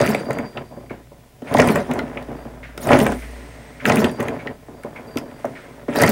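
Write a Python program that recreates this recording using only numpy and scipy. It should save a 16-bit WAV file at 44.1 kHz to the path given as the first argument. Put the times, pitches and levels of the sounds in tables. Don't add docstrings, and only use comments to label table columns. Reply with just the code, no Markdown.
import sys
import numpy as np
from scipy import signal
from scipy.fft import rfft, irfft, next_fast_len
from scipy.io import wavfile
from scipy.ndimage import uniform_filter1d, map_coordinates

SR = 44100
rng = np.random.default_rng(int(sys.argv[2]) if len(sys.argv) > 2 else 0)


def wav_record(signal):
    frames = np.transpose(np.atleast_2d(signal))
    bounded = np.clip(frames, -1, 1)
    quanta = np.round(bounded * 32767).astype(np.int16)
    wavfile.write(sys.argv[1], SR, quanta)


def undo_db(level):
    steps = np.asarray(level, float) / 20
    return 10 ** steps


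N = 269451
TIME = np.arange(N) / SR

# pitch_hz, width_hz, level_db
BOX_MODES = [(49.6, 22, -29), (132, 55, -4), (211.6, 59, -2), (248.4, 47.5, 3), (293.5, 52, -0.5),
             (411, 124, -4.5), (569, 94, 1), (637.5, 154.6, -1.5), (900, 116, -7), (988, 95, -7)]
# pitch_hz, width_hz, level_db
FRAME_MODES = [(1290, 100, 4), (1448, 210, 2), (1815, 213, 5.5), (1988, 295, 4.5), (2340, 520, 2),
               (2820, 1310, -3), (3700, 4100, -15)]
# pitch_hz, relative level_db (per Hz)
HISS_COLOUR = [(2060, -7), (3500, 3), (4230, -3.5), (4820, -1), (7720, -5), (9380, -2.5), (14600, -21.5),
               (15700, -2.5)]

# valve_opens_s, slowness (1 = usual), strength_db, wheel_stopped_after_s (cycle time)
SPINS = [(0.0755, 0.998, -1, 0.6), (1.6868, 0.975, 0, 0.6), (3.0012, 0.89, 1, 0.1),
         (3.9705, 1.005, 0.5, 0.6), (6.0752, 0.95, 0.5, 0.03)]
# after_opening_s, tick_db, tick_colour_hz, frame_clack_db
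CYCLE_CLICKS = [(-0.013, -16.5, 9300, -20), (0.0, -23, 6040, -13.5), (0.072, -20.5, 7650, -10),
                (0.232, -26.5, 6400, -18), (0.256, -24.5, 6500, -38), (0.311, -27.5, 6350, -17),
                (0.498, -50, 6200, -19.5)]
# after_opening_s, level_db, colour_hz
CYCLE_THUDS = [(0.071, -9, 394), (0.229, -14.5, 368), (0.315, -19, 266), (0.491, -20.5, 500)]
# after_opening_s, rise_s, length_s, box_db, frame_db
CYCLE_SURGES = [(0.184, 0.044, 0.21, -23.5, -37), (0.454, 0.037, 0.09, -32, -49)]
# after_opening_s (never stretched), length_s, buzz_db, puff_db
CYCLE_INTAKE = (0.006, 0.043, -9, -31.5)

# start_s, rise_s, length_s, box_db, frame_db
HAND_SURGES = [(0.0, 0.0023, 0.19, -19.5, -26), (0.69, 0.026, 0.22, -40.5, -70),
               (1.46, 0.14, 0.35, -12.5, -25.5), (2.27, 0.036, 0.16, -35.5, -52.5),
               (2.8, 0.12, 0.32, -13, -25), (3.83, 0.048, 0.26, -14.5, -25),
               (4.67, 0.025, 0.11, -43.5, -70), (4.9, 0.085, 0.43, -37, -56), (5.89, 0.12, 0.3, -15, -23)]
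# start_s, tick_db, tick_colour_hz, frame_clack_db
OTHER_CLICKS = [(0.0509, -37, 5600, -18), (0.8612, -49, 7900, -44), (1.4212, -48, 10200, -40),
                (1.5399, -20, 9200, -18), (1.5695, -27, 8100, -13.5), (1.5883, -23, 5100, -13.5),
                (1.5978, -18, 5360, -5), (1.6204, -27, 6150, -11.5), (2.2257, -40, 9800, -37),
                (2.777, -25.5, 5050, -23.5), (2.8707, -20.5, 8600, -37), (2.8898, -25, 8130, -16.5),
                (2.9178, -28, 6800, -10.5), (2.9319, -31, 5600, -6), (3.1205, -26.5, 7860, -23),
                (3.8541, -22, 7040, -2.5), (3.8628, -17, 6300, -36), (3.8857, -22, 6100, -22),
                (3.898, -28, 6560, -6.5), (3.9193, -36, 5700, -12.5), (4.1145, -30.5, 9200, -40),
                (4.8345, -33, 8650, -32), (5.1718, -18.5, 4600, -20), (5.1844, -24.5, 5060, -33),
                (5.453, -30, 5860, -43), (5.885, -53, 5200, -33), (5.9585, -21, 13000, -18),
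                (6.018, -7, 10530, -10.5), (6.0348, -14, 7740, -4), (6.0924, -8, 15000, -16)]
# start_s, level_db, colour_hz
OTHER_THUDS = [(0.004, -5, 570), (0.207, -17.5, 474), (0.265, -21, 387), (0.286, -16, 730),
               (0.722, -28, 565), (0.772, -27, 302), (0.907, -20.5, 296), (1.117, -33.5, 570),
               (1.42, -24, 228), (1.511, -18.5, 600), (1.548, -1, 610), (1.59, -6, 746), (1.597, 0, 420),
               (1.895, -21, 641), (1.94, -22, 300.5), (2.031, -18.5, 246.8), (2.284, -24, 315),
               (2.318, -23, 293), (2.454, -24, 264), (2.775, -26, 416), (2.868, -11.5, 620),
               (2.906, -1.5, 635), (2.933, -8.5, 556), (2.983, -10, 260), (3.899, -3.5, 621),
               (4.684, -28, 272), (4.847, -18.5, 560), (5.158, -13.5, 305), (5.214, -25, 570),
               (5.445, -10.5, 603), (5.883, -12.5, 276), (5.955, -12, 580), (6.022, -2.5, 577)]
# start_s, length_s, buzz_db, puff_db
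HAND_INTAKES = [(2.802, 0.059, -60, -33), (3.858, 0.039, -12.5, -33), (5.95, 0.04, -44, -28.5)]
# time_s, level_db
IDLE_RATTLE = [(0.0, -29), (0.85, -52.5), (1.05, -54), (1.4, -55), (1.6, -30), (2.3, -39.5), (2.72, -47),
               (3.2, -41.5), (3.75, -45), (4.3, -37), (4.62, -49), (5.0, -40.5), (5.85, -44.5), (6.11, -50)]

# pitch_hz, relative level_db (per Hz)
PUFF_COLOUR = [(2060, -34), (3500, -6), (5860, -3.5), (6400, -6), (8170, -10), (9260, 1), (11400, -8),
               (15700, -3)]
# lower pitch_hz, upper pitch_hz
RIM_PAIR_HZ = [4695, 4730]
# pitch_hz, relative level_db
RIM_HIGH_MODES = [(8140, -2), (11553, -7), (12898, 0)]
# start_s, end_s, lower_of_pair_db, upper_of_pair_db, high_modes_db
RIM_RINGS = [(0, .225, -42, -40, -72), (.255, .62, -60, -45, -78), (.645, 1, -72, -59, -86),
             (1.545, 1.69, -52, -46, -56), (2.355, 2.51, -64, -60, -67), (2.88, 2.96, -52, -49, -72),
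             (3.92, 3.96, -52, -49, -72), (4.015, 4.19, -55, -46, -70), (4.25, 4.55, -63, -59, -80),
             (4.74, 5.0, -70, -66, -78), (5.07, 5.17, -53, -54, -65), (5.19, 5.4, -64, -61, -69),
             (5.965, 6.11, -39, -34, -54)]
# start_s, level_db, scuff_decay_s
TOUCHES = [(0.8945, -36, 0.041), (1.467, -34, 0.14), (2.628, -33.5, 0.063), (3.219, -37, 0.042),
           (3.797, -32, 0.051), (4.39, -35, 0.038), (4.957, -33.5, 0.02), (5.549, -36, 0.076)]
# start_s, end_s, lower_resonances_db, upper_resonances_db
LEAKS = [(3.13, 3.852, -45, -49), (5.373, 5.85, -52.5, -64)]
# pitch_hz, width_hz, relative level_db
GAP_LOW_MODES = [(1930, 380, 2.5), (6400, 3200, -16.5), (8460, 160, -5)]
# pitch_hz, width_hz, relative level_db
GAP_HIGH_MODES = [(9360, 250, 10), (10900, 250, 5), (11900, 300, 1), (14100, 250, 3), (15000, 250, -2)]

# pitch_hz, decay_s
ROOM_DECAY = [(150, 0.38), (1000, 0.09), (4000, 0.12), (14000, 0.039)]
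# pitch_hz, relative level_db (per Hz)
QUIET_COLOUR = [(15, -36), (25, 8), (53, -21), (119, 12), (342, -21), (424, -17), (485, -49), (746, -6),
                (809, -35), (901, -44), (2080, -17), (3470, -25), (15700, -26.5)]
# time_s, level_db
HUM_LEVEL = [(0.0, -64), (0.46, -54), (0.92, -46), (1.48, -57), (1.77, -42), (2.86, -39), (3.03, -32.5),
             (3.33, -32.5), (3.66, -43.5), (5.53, -55.5), (6.11, -43)]

RISE_DB, SAG_DB_PER_S, RELEASE_DB_PER_S = 24, 54.5, 367
AIR_DB, AIR_DB_PER_FRAME_DB, AIR_RELEASE_DB_PER_S = 5, 1.5, 63
SHAKE_DB, SHAKE_DB_PER_S, SHAKE_FRAME_DB = -12, 214, -19
IDLE_FRAME_DB, IDLE_AIR_DB, IDLE_AIR_FOLLOWS = -11, -43, 0.37
CLACK_HZ, CLACK_DB_PER_OCTAVE = 2160, -5.5
FLUTTER_HZ = 209.7
RING_DB_PER_S = 30
SQUEAK_HZ = 2225
LEAK_LOW_DB_PER_S, LEAK_HIGH_DB_PER_S = 10.5, 50
QUIET_DB = -50
WHINE_HZ, WHINE_DB = 15640, -76
TOP_HZ = 15800


def running():
    box, frame, air, faint = shaking()
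    teeth = chatter(rate=250, spread_db=3.5, smooth=0.71, size=24)
    slack = chatter(rate=350, spread_db=3.5, smooth=0.5, size=7)
    loose = chatter(rate=370, spread_db=18, smooth=0.2, size=3)
    wood = box * undo_db(0.8 * wobble(30)) * unit(resonant(teeth, BOX_MODES))
    metal = frame * undo_db(1.2 * wobble(40)) * unit(resonant(slack + 0.43 * teeth, FRAME_MODES))
    loose_ring = resonant(loose, [(4670, 1400, -0.76), (6400, 1300, 2.9), (9200, 320, -2.3)])
    jingle = frame ** 2 * undo_db(13.5) * unit(loose_ring)
    valve_hiss = air * undo_db(wobble(54)) * patchy(coloured(HISS_COLOUR), patchy_db=5.5)
    return wood + metal + jingle + valve_hiss + faint * coloured(HISS_COLOUR)


def shaking():
    _, knocks, surges, _ = cycles()
    idle_db = np.interp(TIME, *np.transpose(IDLE_RATTLE))
    box, frame, air = undo_db(idle_db), undo_db(idle_db + IDLE_FRAME_DB), np.zeros(N)
    for start, rise, length, box_db, frame_db in surges:
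        peak, end = start + rise, start + length
        shape = surge(start, peak, end, RELEASE_DB_PER_S)
        box = np.hypot(box, undo_db(box_db + shape))
        frame = np.hypot(frame, undo_db(frame_db + shape))
        air_shape = surge(start, peak, end, AIR_RELEASE_DB_PER_S)
        air = np.hypot(air, undo_db(AIR_DB + AIR_DB_PER_FRAME_DB * frame_db + air_shape))
    for start, level_db, _ in knocks:
        fall_db = SHAKE_DB_PER_S * np.abs(TIME - start)
        shake = (TIME > start) * undo_db(level_db + SHAKE_DB - fall_db)
        box = np.hypot(box, shake)
        frame = np.hypot(frame, undo_db(SHAKE_FRAME_DB) * shake)
    return box, frame, air, undo_db(IDLE_AIR_FOLLOWS * idle_db + IDLE_AIR_DB)


def surge(start, peak, end, release):
    rise = RISE_DB * np.minimum(TIME - peak, 0) / (peak - start)
    lead_in = RELEASE_DB_PER_S * np.maximum(start - TIME, 0)
    sag = SAG_DB_PER_S * np.maximum(TIME - peak, 0)
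    return rise - lead_in - sag - release * np.maximum(TIME - end, 0)


def cycles():
    ticks, knocks = list(OTHER_CLICKS), list(OTHER_THUDS)
    surges, intakes = list(HAND_SURGES), list(HAND_INTAKES)
    intake_after, intake_length, buzz_db, puff_db = CYCLE_INTAKE
    for opens, slow, db, stop in SPINS:
        for after, tick_db, hz, clack_db in CYCLE_CLICKS:
            if after < stop:
                ticks.append((opens + slow * after, tick_db + db, hz, clack_db + db))
        for after, level_db, hz in CYCLE_THUDS:
            if after < stop:
                knocks.append((opens + slow * after, level_db + db, hz))
        for after, rise, length, box_db, frame_db in CYCLE_SURGES:
            if after < stop:
                surges.append((opens + slow * after, slow * rise, slow * length, box_db + db, frame_db + db))
        intakes.append((opens + intake_after, slow * intake_length, buzz_db + db, puff_db + db))
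    return ticks, knocks, surges, intakes


def thuds():
    out, t = np.zeros(N + SR), np.arange(SR // 5) / SR
    mode_hz = np.transpose(BOX_MODES)[0]
    for start, level_db, hz in cycles()[1]:
        burst = rng.standard_normal(len(t)) * undo_db(-60 * t / 0.005)
        force = np.convolve(burst, np.hanning(32))[:len(t)]
        favour_db = -9 * abs(np.log2(mode_hz / hz))
        out[round(start * SR):][:len(t)] += undo_db(level_db) * struck(BOX_MODES, favour_db, force)
    return out[:N]


def clicks():
    out, t = np.zeros(N + SR), np.arange(SR // 8) / SR
    favour_db = CLACK_DB_PER_OCTAVE * abs(np.log2(np.transpose(FRAME_MODES)[0] / CLACK_HZ))
    for start, tick_db, tick_hz, clack_db in cycles()[0]:
        noise = rng.standard_normal(len(t))
        tick_force = noise * (undo_db(-60 * t / 0.0079) + 0.22 * undo_db(-60 * t / 0.06))
        tick = resonant(tick_force, [(tick_hz, 500, 0), (10000, 10000, -11)])
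        burst = noise * (undo_db(-60 * t / 0.017) + 0.43 * undo_db(-60 * t / 0.065))
        force = np.convolve(burst, np.hanning(9))[:len(t)]
        uneven_db = 3.3 * noise[:len(FRAME_MODES)]
        clack = struck(FRAME_MODES, favour_db + uneven_db, force)
        out[round(start * SR):][:len(t)] += undo_db(tick_db) * tick / np.abs(tick).max() + undo_db(clack_db) * clack
    return out[:N]


def struck(modes, favour_db, force):
    ring = resonant(force, [(hz, w, db + more) for (hz, w, db), more in zip(modes, favour_db)])
    return ring / np.abs(ring).max()


def flutter():
    buzz, draught = np.zeros(N + SR), np.zeros(N + SR)
    for start, length, buzz_db, puff_db in cycles()[3]:
        t = np.arange(round(3 * length * SR)) / SR
        turn = 2 * np.pi * FLUTTER_HZ * t * (1 - 0.11 * t)
        rise = 1 - np.exp(-t / 0.009)
        tone = np.sin(turn) + 0.43 * np.sin(2 * turn + 0.23) + 0.073 * np.sin(3 * turn + 0.97)
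        buzz[round(start * SR):][:len(t)] += undo_db(buzz_db) * rise * np.exp(-(t / (0.83 * length)) ** 3) * tone
        puff = rise * np.exp(-(t / length) ** 5) * (1 + 0.22 * np.sin(turn))
        draught[round(start * SR):][:len(t)] += undo_db(puff_db) * puff
    return buzz[:N] + draught[:N] * patchy(coloured(PUFF_COLOUR), patchy_db=7.0)


def touches():
    out, t = np.zeros(N + SR), np.arange(SR // 4) / SR
    for start, level_db, decay in TOUCHES:
        squeak = resonant(rng.standard_normal(len(t)), [(SQUEAK_HZ, 220, 0)])
        squeak = unit(resonant(squeak, [(SQUEAK_HZ, 600, 0)])) * np.exp(-t / 0.02)
        scuff = resonant(rng.standard_normal(len(t)), [(1679, 1060, 0)])
        scuff = 0.6 * unit(resonant(scuff, [(1704, 1200, 0)])) * np.exp(-t / decay)
        rise = 1 - np.exp(-t / 0.0047)
        out[round(start * SR):][:len(t)] += undo_db(level_db) * rise * (squeak + scuff)
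    return out[:N]


def rim():
    level = np.zeros((3, N))
    for start, end, *mode_db in RIM_RINGS:
        age = np.clip(TIME - start, 0, None)
        attack = np.clip(age / 0.0021, 0, 1)
        damping = np.clip((end - TIME) / 0.0086 + 1, 0, 1)
        level += undo_db(mode_db)[:, None] * undo_db(-RING_DB_PER_S * age) * attack * damping

    def mode(hz):
        return undo_db(2.2 * wobble(30)) * np.sin(2 * np.pi * hz * TIME + 0.35 * wobble(36))

    pair = level[0] * mode(RIM_PAIR_HZ[0]) + level[1] * mode(RIM_PAIR_HZ[1])
    return pair + level[2] * sum(undo_db(db) * mode(hz) for hz, db in RIM_HIGH_MODES)


def leak():
    low, high, air = np.zeros(N), np.zeros(N), rng.standard_normal(N)
    for start, end, low_db, high_db in LEAKS:
        age = np.clip(TIME - start, 0, None)
        flow = np.clip(age / 0.017, 0, 1) * np.clip((end - TIME) / 0.065, 0, 1)
        low += flow * undo_db(low_db - LEAK_LOW_DB_PER_S * age)
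        high += flow * undo_db(high_db - LEAK_HIGH_DB_PER_S * age)
    return low * unit(resonant(air, GAP_LOW_MODES)) + high * unit(resonant(air, GAP_HIGH_MODES))


def room(x):
    hz, t, z = signal.stft(rng.standard_normal(SR // 2), SR, nperseg=256)
    fading = z * undo_db(-60 * t / along(ROOM_DECAY, hz)[:, None])
    tail = signal.istft(fading, SR, nperseg=256)[1]
    delayed = np.pad(x, (300, 0))
    return signal.fftconvolve(delayed, tail / np.linalg.norm(tail))[:N]


def background():
    hum_gain = undo_db(np.interp(TIME, *np.transpose(HUM_LEVEL), -120, -120))
    hum = np.sin(2 * np.pi * 57.6 * TIME + 0.81 * wobble(3.06)) * undo_db(0.97 * wobble(4.45)) * hum_gain
    whine = undo_db(WHINE_DB) * unit(resonant(rng.standard_normal(N), [(WHINE_HZ, 70, 0)]))
    return undo_db(QUIET_DB) * coloured(QUIET_COLOUR) + hum + whine


def chatter(rate, spread_db, smooth, size):
    when, strength = rng.random(N), np.minimum(rng.standard_exponential(N), 3.5)
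    rub = rng.standard_normal(N)
    hits = (when < rate / SR) * undo_db(spread_db * strength) * np.sign(rub)
    return np.convolve(unit(hits) + smooth * rub, np.hanning(size), "same")


def patchy(x, patchy_db):
    z = signal.stft(x, nperseg=256)[2]
    field = uniform_filter1d(rng.standard_normal(z.shape), size=4, axis=0)
    field = uniform_filter1d(field, size=6, axis=1)
    return unit(signal.istft(z * undo_db(patchy_db * unit(field)), nperseg=256)[1][:N])


def coloured(spectrum):
    return unit(filtered(rng.standard_normal(N), lambda hz: undo_db(along(spectrum, hz))))


def resonant(x, modes):
    def response(f):
        return sum((-1) ** k * undo_db(db) * 1j * f * w / (c * c - f * f + 1j * f * w)
                   for k, (c, w, db) in enumerate(modes))
    return filtered(x, response)


def filtered(x, response):
    m = next_fast_len(len(x) + SR // 2)
    return irfft(rfft(x, m) * response(np.fft.rfftfreq(m, 1 / SR)), m)[:len(x)]


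def along(points, hz):
    f, v = np.transpose(points)
    return np.interp(np.log(hz + 1), np.log(f + 1), v)


def wobble(rate):
    return map_coordinates(rng.standard_normal(int(N * rate / SR) + 4), [np.arange(N) * rate / SR])


def unit(x):
    return x / np.sqrt(np.mean(x ** 2) + 1e-20)


def scene():
    engine = running() + thuds() + clicks() + flutter() + touches() + rim() + leak()
    return (engine + undo_db(-13) * room(engine) + background())[None]


def roll_off(x):
    return signal.sosfilt(signal.butter(12, 16510, fs=SR, output="sos"), x)


def record(dry):
    dull = filtered(dry[0], lambda hz: np.where(hz < TOP_HZ, 1, undo_db(-26)))[None]
    mix = dull / (1 + np.abs(dull) ** 8) ** (1 / 8)
    return roll_off(mix)


dry = scene()
out = record(dry)
wav_record(out)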